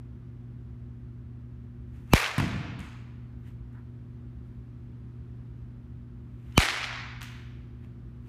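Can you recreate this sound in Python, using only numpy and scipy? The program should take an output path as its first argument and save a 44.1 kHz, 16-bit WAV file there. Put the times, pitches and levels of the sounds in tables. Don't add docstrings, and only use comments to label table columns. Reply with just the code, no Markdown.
import sys
import numpy as np
from scipy import signal
from scipy.fft import rfft, irfft
from scipy.io import wavfile
from scipy.ndimage import uniform_filter1d

SR = 44100
rng = np.random.default_rng(int(sys.argv[2]) if len(sys.argv) > 2 else 0)


def to_linear_factor(level_db):
    exponent = np.asarray(level_db, float) / 20
    return 10 ** exponent


def log_audio(samples):
    frames = np.atleast_2d(samples).T
    limited = np.clip(frames, -1, 1)
    pcm = np.round(limited * 32767).astype(np.int16)
    wavfile.write(sys.argv[1], SR, pcm)


N = 365148

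# start in seconds, blow in dB, hall in dB, thump t60 in seconds, thump build-up in ms.
BLOWS = [
    (2.1350, 6, -21.5, 0.069, 1.5),
    (6.578, 6, -21, .065, 5.2),
]


def unit(x):
    return x / np.sqrt(np.mean(x ** 2))


def curve(hz, table):
    table_hz, values = np.array(table).T
    return np.interp(np.log(hz + 1), np.log(table_hz), values)


def colour(x, table):
    gain = to_linear_factor(curve(np.fft.rfftfreq(len(x), 1 / SR), table))
    return irfft(rfft(x) * gain, len(x))


def band(x, lo_hz, hi_hz):
    sos = signal.butter(2, [lo_hz, min(hi_hz, 20000)], "bandpass", fs=SR, output="sos")
    return signal.sosfilt(sos, x)


def walk(count):
    hold = SR // count
    steps = np.repeat(rng.standard_normal(N // hold + 1), hold)
    smooth = uniform_filter1d(uniform_filter1d(steps, hold), hold)
    return unit(smooth[:N])


def add(out, s, x):
    i = int(round(s * SR))
    out[i:i + len(x)] += x[:len(out) - i]


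def ring(modes, size=22050):
    t = np.arange(size) / SR
    return sum(to_linear_factor(db - 60 * t / t60) * np.sin(2 * np.pi * hz * t) for hz, db, t60 in modes)


def swell(s, db, rise, fall):
    t = np.arange(N) / SR - s
    return to_linear_factor(db - 20 * np.maximum(t / fall, -t / rise))


def building():
    # multiple of the mains hum, level in dB.
    mains_lines = [(1, -44), (2, -53.5), (3, -69.5)]
    # multiple of the blade rate, level in dB.
    blade_lines = [(1, -52), (3, -65), (4, -65), (5, -63.5), (6, -72), (8, -84.5)]
    # frequency in Hz, level in dB per Hz.
    air_colour = [(25, -33.5), (42, -19.5), (56, -1), (78, -6), (105, -10), (165, -14), (230, -18),
                  (340, -24.5), (460, -35.5), (800, -40), (1300, -40), (3000, -51.5), (7500, -66.5),
                  (15500, -70.5)]
    mains_hz, blade_hz, air_db = 120.03, 69.75, -46.5
    t = np.arange(N) / SR
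    out = np.zeros(N)
    for k, db in mains_lines:
        out += to_linear_factor(db + 2.5 + 0.5 * walk(count=3)) * np.cos(2 * np.pi * k * mains_hz * t)
    turn = 2 * np.pi * blade_hz * np.cumsum(1 + 0.0011 * walk(count=2)) / SR
    for k, db in blade_lines:
        out += to_linear_factor(db + 0.76 * walk(count=5)) * np.sin(k * turn)
    air = unit(colour(rng.standard_normal(N), air_colour))
    return out + air * to_linear_factor(air_db + 0.5 * walk(count=1))


def net():
    # peak in seconds, hiss in dB, body in dB,
    # rise in seconds, fall in seconds (both for 20 dB).
    rustles = [(1.96, -76.5, -67, 0.084, 0.37), (2.127, -60, -50, 0.033, 0.0025),
               (2.79, -66, -47, 0.0066, 0.21), (3.478, -72, -61.5, 0.06, 0.083),
               (3.728, -81.5, -80.5, .008, 0.028), (3.75, -85, -69, 0.013, 0.15), (4.472, -87, -83, .1, .2),
               (6.50, -77.5, -66.5, .3, 0.13), (6.568, -65.5, -55.5, 0.05, 0.0044),
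               (7.212, -62, -47, 0.0059, 0.045), (7.229, -53, -50, 0.011, 0.043),
               (7.30, -71, -56, .05, 0.28), (7.842, -78.5, -65, 0.044, 0.07),
               (8.275, -77.5, -68, 0.086, 0.093)]
    # start in seconds, peak in dB, centre in Hz.
    clicks = [(2.7925, -39, 8500), (2.804, -40, 6500), (2.889, -49, 5500), (2.898, -50, 5500),
              (2.93, -54, 5000), (2.445, -40, 11000), (2.478, -41, 10000), (7.84, -63, 3500),
              (6.523, -51, 2700), (6.5255, -52, 3900), (6.525, -66, 9000), (2.584, -50, 9000),
              (2.812, -47, 8500), (7.2095, -47, 6500), (7.2095, -46, 3800), (7.2165, -31, 2300),
              (7.2165, -38, 4800), (7.2165, -46, 10000), (7.2285, -41, 6300), (7.2295, -41, 4200),
              (7.2285, -37, 2400), (7.233, -46, 10000), (7.237, -36, 2600), (7.281, -41, 2700),
              (7.244, -35, 2200), (7.256, -38, 2600), (7.27, -41, 2400)]
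    # frequency in Hz, level in dB per Hz.
    hiss_colour = [(2500, -20), (4000, 0), (6500, 1), (10000, -3), (15000, -5)]
    # start in seconds, end in seconds, frequency in Hz, level in dB.
    squeak_row = (3.35, 3.445, 12000, -87)
    # middle in seconds, level in dB, centre in Hz, spread in seconds.
    scuff_row = (3.775, -62, 1300, .04)
    t, hiss, body = np.arange(N) / SR, np.zeros(N), np.zeros(N)
    for s, hiss_db, body_db, rise, fall in rustles:
        shape = swell(s, 0, rise, fall)
        hiss += to_linear_factor(hiss_db) * shape
        body += to_linear_factor(body_db) * shape
    grain_db = 1.6 * np.repeat(rng.exponential(size=N // 30 + 1), 30)[:N]
    grains = rng.standard_normal(N) * to_linear_factor(grain_db)
    rustling = hiss * unit(colour(grains, hiss_colour)) * to_linear_factor(3.5)
    rustling += body * unit(band(grains, 800, 2800))

    ticks = np.zeros(N)
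    chance = rng.standard_normal((len(clicks), 600))
    for (s, db, hz), noise in zip(clicks, chance):
        tick = band(noise * np.exp(-t[:len(noise)] / 0.00086), hz * 0.66, hz * 1.4)
        add(ticks, s, to_linear_factor(db) * tick / abs(tick).max())

    start, end, hz, db = squeak_row
    squeak_level = to_linear_factor(db + 3 * walk(count=60))
    squeak_phase = 2 * np.pi * hz * np.cumsum(1 + 0.006 * walk(count=25)) / SR
    squeak_arch = np.sin(np.pi * np.clip((t - start) / (end - start), 0, 1))
    squeak = squeak_level * np.sin(squeak_phase) * squeak_arch

    s, db, hz, spread = scuff_row
    rub = unit(band(band(grains, hz * 0.55, hz * 1.8), hz * 0.55, hz * 1.57))
    scuff = to_linear_factor(db) * rub * np.exp(-((t - s) / spread) ** 2)
    return rustling + squeak + scuff, ticks


def lead_in(size=2205):
    # frequency in Hz, level at the blow in dB, time to rise 60 dB in seconds.
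    blurs = [
        [(95, -14, .04), (240, -26, .04), (1300, -31, .035), (2650, -24, .04), (4400, -33, .03),
         (6300, -38, .035), (8300, -50, .035)],
        [(60, -24, .06), (150, -30, .04), (1300, -38, .035), (3050, -19, .035), (4400, -27, .025),
         (6000, -37, .03), (8300, -46, .03)],
    ]
    out = np.zeros(N)
    for (s, *_), modes in zip(BLOWS, blurs):
        waver = 1.2 + 2.0 * uniform_filter1d(rng.standard_normal(size), size=50)
        fading = ring(modes[:2], size=size) + ring(modes[2:], size=size) * waver
        add(out, s - size / SR, fading[::-1])
    return out


def hall(size=65536):
    # frequency in Hz, t60 in seconds.
    hall_t60 = [(200, 0.72), (500, 0.87), (1000, 1.34), (2200, 1.154), (4500, 1.104), (8000, 0.57),
                (14000, 0.42)]
    t = np.arange(size) / SR
    clumps = np.repeat(rng.exponential(size=size // 40 + 1), 40)[:size]
    clump_db = 3.6 * np.minimum(clumps, 3) * np.exp(-t / 0.7)
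    dense = rng.standard_normal(size) * to_linear_factor(clump_db) * np.clip(t / 0.027, 0, 1)
    hz, spectrum, out = np.fft.rfftfreq(size, 1 / SR), rfft(dense), np.zeros(size)
    for centre in 125 * np.sqrt(2) ** np.arange(15):
        share = np.clip(1 - abs(2 * np.log2((hz + 1) / centre)), 0, 1)
        out += irfft(spectrum * share, size) * to_linear_factor(-60 * t / curve(centre, hall_t60))
    return out


def bat():
    # frequency in Hz, level in dB, t60 in seconds.
    barrel_modes = [(1217, -8.5, 0.016), (2400, -5, 0.024), (2870, -7, 0.024), (3902, -9, .012),
                    (5720, -17.5, 0.019), (8650, -28, 0.0082)]
    # frequency in Hz, level in dB per Hz.
    hall_colours = [
        [(150, -55.5), (250, -26), (292, -15), (482, -9.5), (525, -11), (795, -9), (2570, -6), (2900, -13.5),
         (13500, -24.5), (15500, -44)],
        [(150, -59.5), (250, -9.5), (341, -9.5), (534, -13.5), (781, -9), (867, -12.5), (2160, -3.5),
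         (2850, -10.5), (12000, -23.5), (15500, -46)],
    ]
    # delays in seconds, then their levels in dB.
    echo_s = [.0130, .0256, .0303, .045, .1078, .127, .2525, .2645]
    echo_db = [-4, -7, -7, -5, -2.5, -5, -13, -10]
    out, t = np.zeros(N), np.arange(1, 2646) / SR
    for (s, blow_db, hall_db, t60, build_ms), tone in zip(BLOWS, hall_colours):
        swings = np.pi * np.log2(t / 0.0015) + 2 * np.pi * 8 * t
        thump = -np.sin(swings) * to_linear_factor(-60 * t / t60)
        thump *= 1 - 0.8 * np.exp(-1000 * t / build_ms)
        crack = to_linear_factor(-9.0) * rng.standard_normal(len(t)) * np.exp(-t / 0.00075)
        barrel = ring(barrel_modes, size=len(t)) + crack
        add(out, s, to_linear_factor(blow_db) * (thump + to_linear_factor(-3) * barrel))

        returned = colour(hall(), tone)[:-SR // 10]
        add(out, s, to_linear_factor(hall_db) * returned / np.std(returned[:SR // 5]))

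        echo = band(band(barrel * np.exp(-t / 0.00059), 1300, 4900), 900, 5000)
        echo /= abs(echo).max()
        scatter = rng.standard_normal((len(echo_s), len(t)))
        for delay, db, noise in zip(echo_s, echo_db, scatter):
            cloud = to_linear_factor(-12.5) * band(noise, 1400, 4500) * np.exp(-t / 0.016)
            add(out, s + delay, to_linear_factor(db + hall_db + 19) * (echo + cloud))
    return out


def wall():
    # start in seconds, boom in dB, slap in dB.
    thuds = [
        (2.381, -8, -12.5),
        (2.388, -24, -19),
        (2.4, -6, -15.5),
        (2.444, -23, -39.5),
        (2.479, -36, -31),
        (2.607, -31, -44),
    ]
    # frequency in Hz, level in dB, t60 in seconds.
    panel = [(81, -8, 0.12), (99, -5, 0.1), (124, 6, 0.21), (144, 4.5, 0.12), (151.5, -2, 0.195),
             (185.8, 4.5, 0.19), (212.7, -6, 0.27), (241, -1.5, 0.13), (272, -7.5, 0.21),
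             (327, -20.5, 0.52), (457, -6, 0.038), (650, -4.5, 0.03)]
    # peak in seconds, level in dB.
    shudder = [
        (2.429, -14),
        (2.54, -28.5),
        (2.637, -29.5),
        (2.74, -37),
        (2.791, -43),
    ]
    # frequency in Hz, level in dB.
    slap_colour = [(150, -7.5), (600, 11), (1200, 21.5), (2500, 7), (6000, -7.5), (8700, -4), (12000, -9),
                   (15000, -18)]
    slap_hall = [(200, -20), (600, 5), (1200, 4.5), (2500, 7.5), (4000, -3.5), (8700, -12), (15000, -26)]
    out, slaps, kicks = np.zeros(N), np.zeros(N), np.zeros(N)
    t = np.arange(int(0.06 * SR)) / SR
    chance = rng.standard_normal((len(thuds), len(t)))
    soft_push = np.exp(-t / 0.00069)
    boom = band(signal.fftconvolve(ring(panel), soft_push), 106, 900)
    boom /= abs(boom).max()
    slap_shape = np.exp(-t / 0.003) * np.minimum(t / 0.002, 1) * to_linear_factor(-1.5)
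    for (s, boom_db, slap_db), noise in zip(thuds, chance):
        add(out, s, to_linear_factor(boom_db) * boom)
        add(slaps, s - 0.001, to_linear_factor(slap_db) * noise * slap_shape)
        add(kicks, s, to_linear_factor([slap_db]))
    rattle = signal.fftconvolve(rng.standard_normal(N), ring(panel))[:N]
    rattle = unit(band(rattle, 70, 980))
    knocks = sum(swell(s, db, rise=0.06, fall=0.15) for s, db in shudder)
    after_landing = np.arange(N) / SR > thuds[0][0]
    out += rattle * knocks * after_landing
    return out, colour(slaps, slap_colour), colour(kicks, slap_hall)


def duck():
    # depth in dB, hold in seconds, release in seconds.
    dips = [
        (-8, 0.33, 0.5),
        (-7.5, 0.1, 0.3),
    ]
    attack_s = 0.008
    t, gain_db = np.arange(N) / SR, np.zeros(N)
    for (s, *_), (db, hold, release) in zip(BLOWS, dips):
        corners = np.cumsum([0, attack_s, hold, release])
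        gain_db += np.interp(t - s, corners, [0, db, db, 0])
    return gain_db


def scene():
    rustling, ticks = net()
    boom, slaps, kicks = wall()
    wet = signal.fftconvolve(to_linear_factor(-18.5) * kicks + to_linear_factor(-37.5) * ticks, hall())[:N]
    mix = building() + rustling + ticks + bat() + boom + slaps + wet
    return mix[None]


def top_cut(x):
    return signal.sosfilt(signal.butter(12, 16500, fs=SR, output="sos"), x)


def record(dry):
    x = dry * to_linear_factor(duck())
    x = 0.5 * np.tanh(x / 0.5) + lead_in()
    x = signal.sosfilt(signal.ellip(6, 0.5, 35, 14900, fs=SR, output="sos"), x)
    return top_cut(x)


dry = scene()
out = record(dry)
log_audio(out)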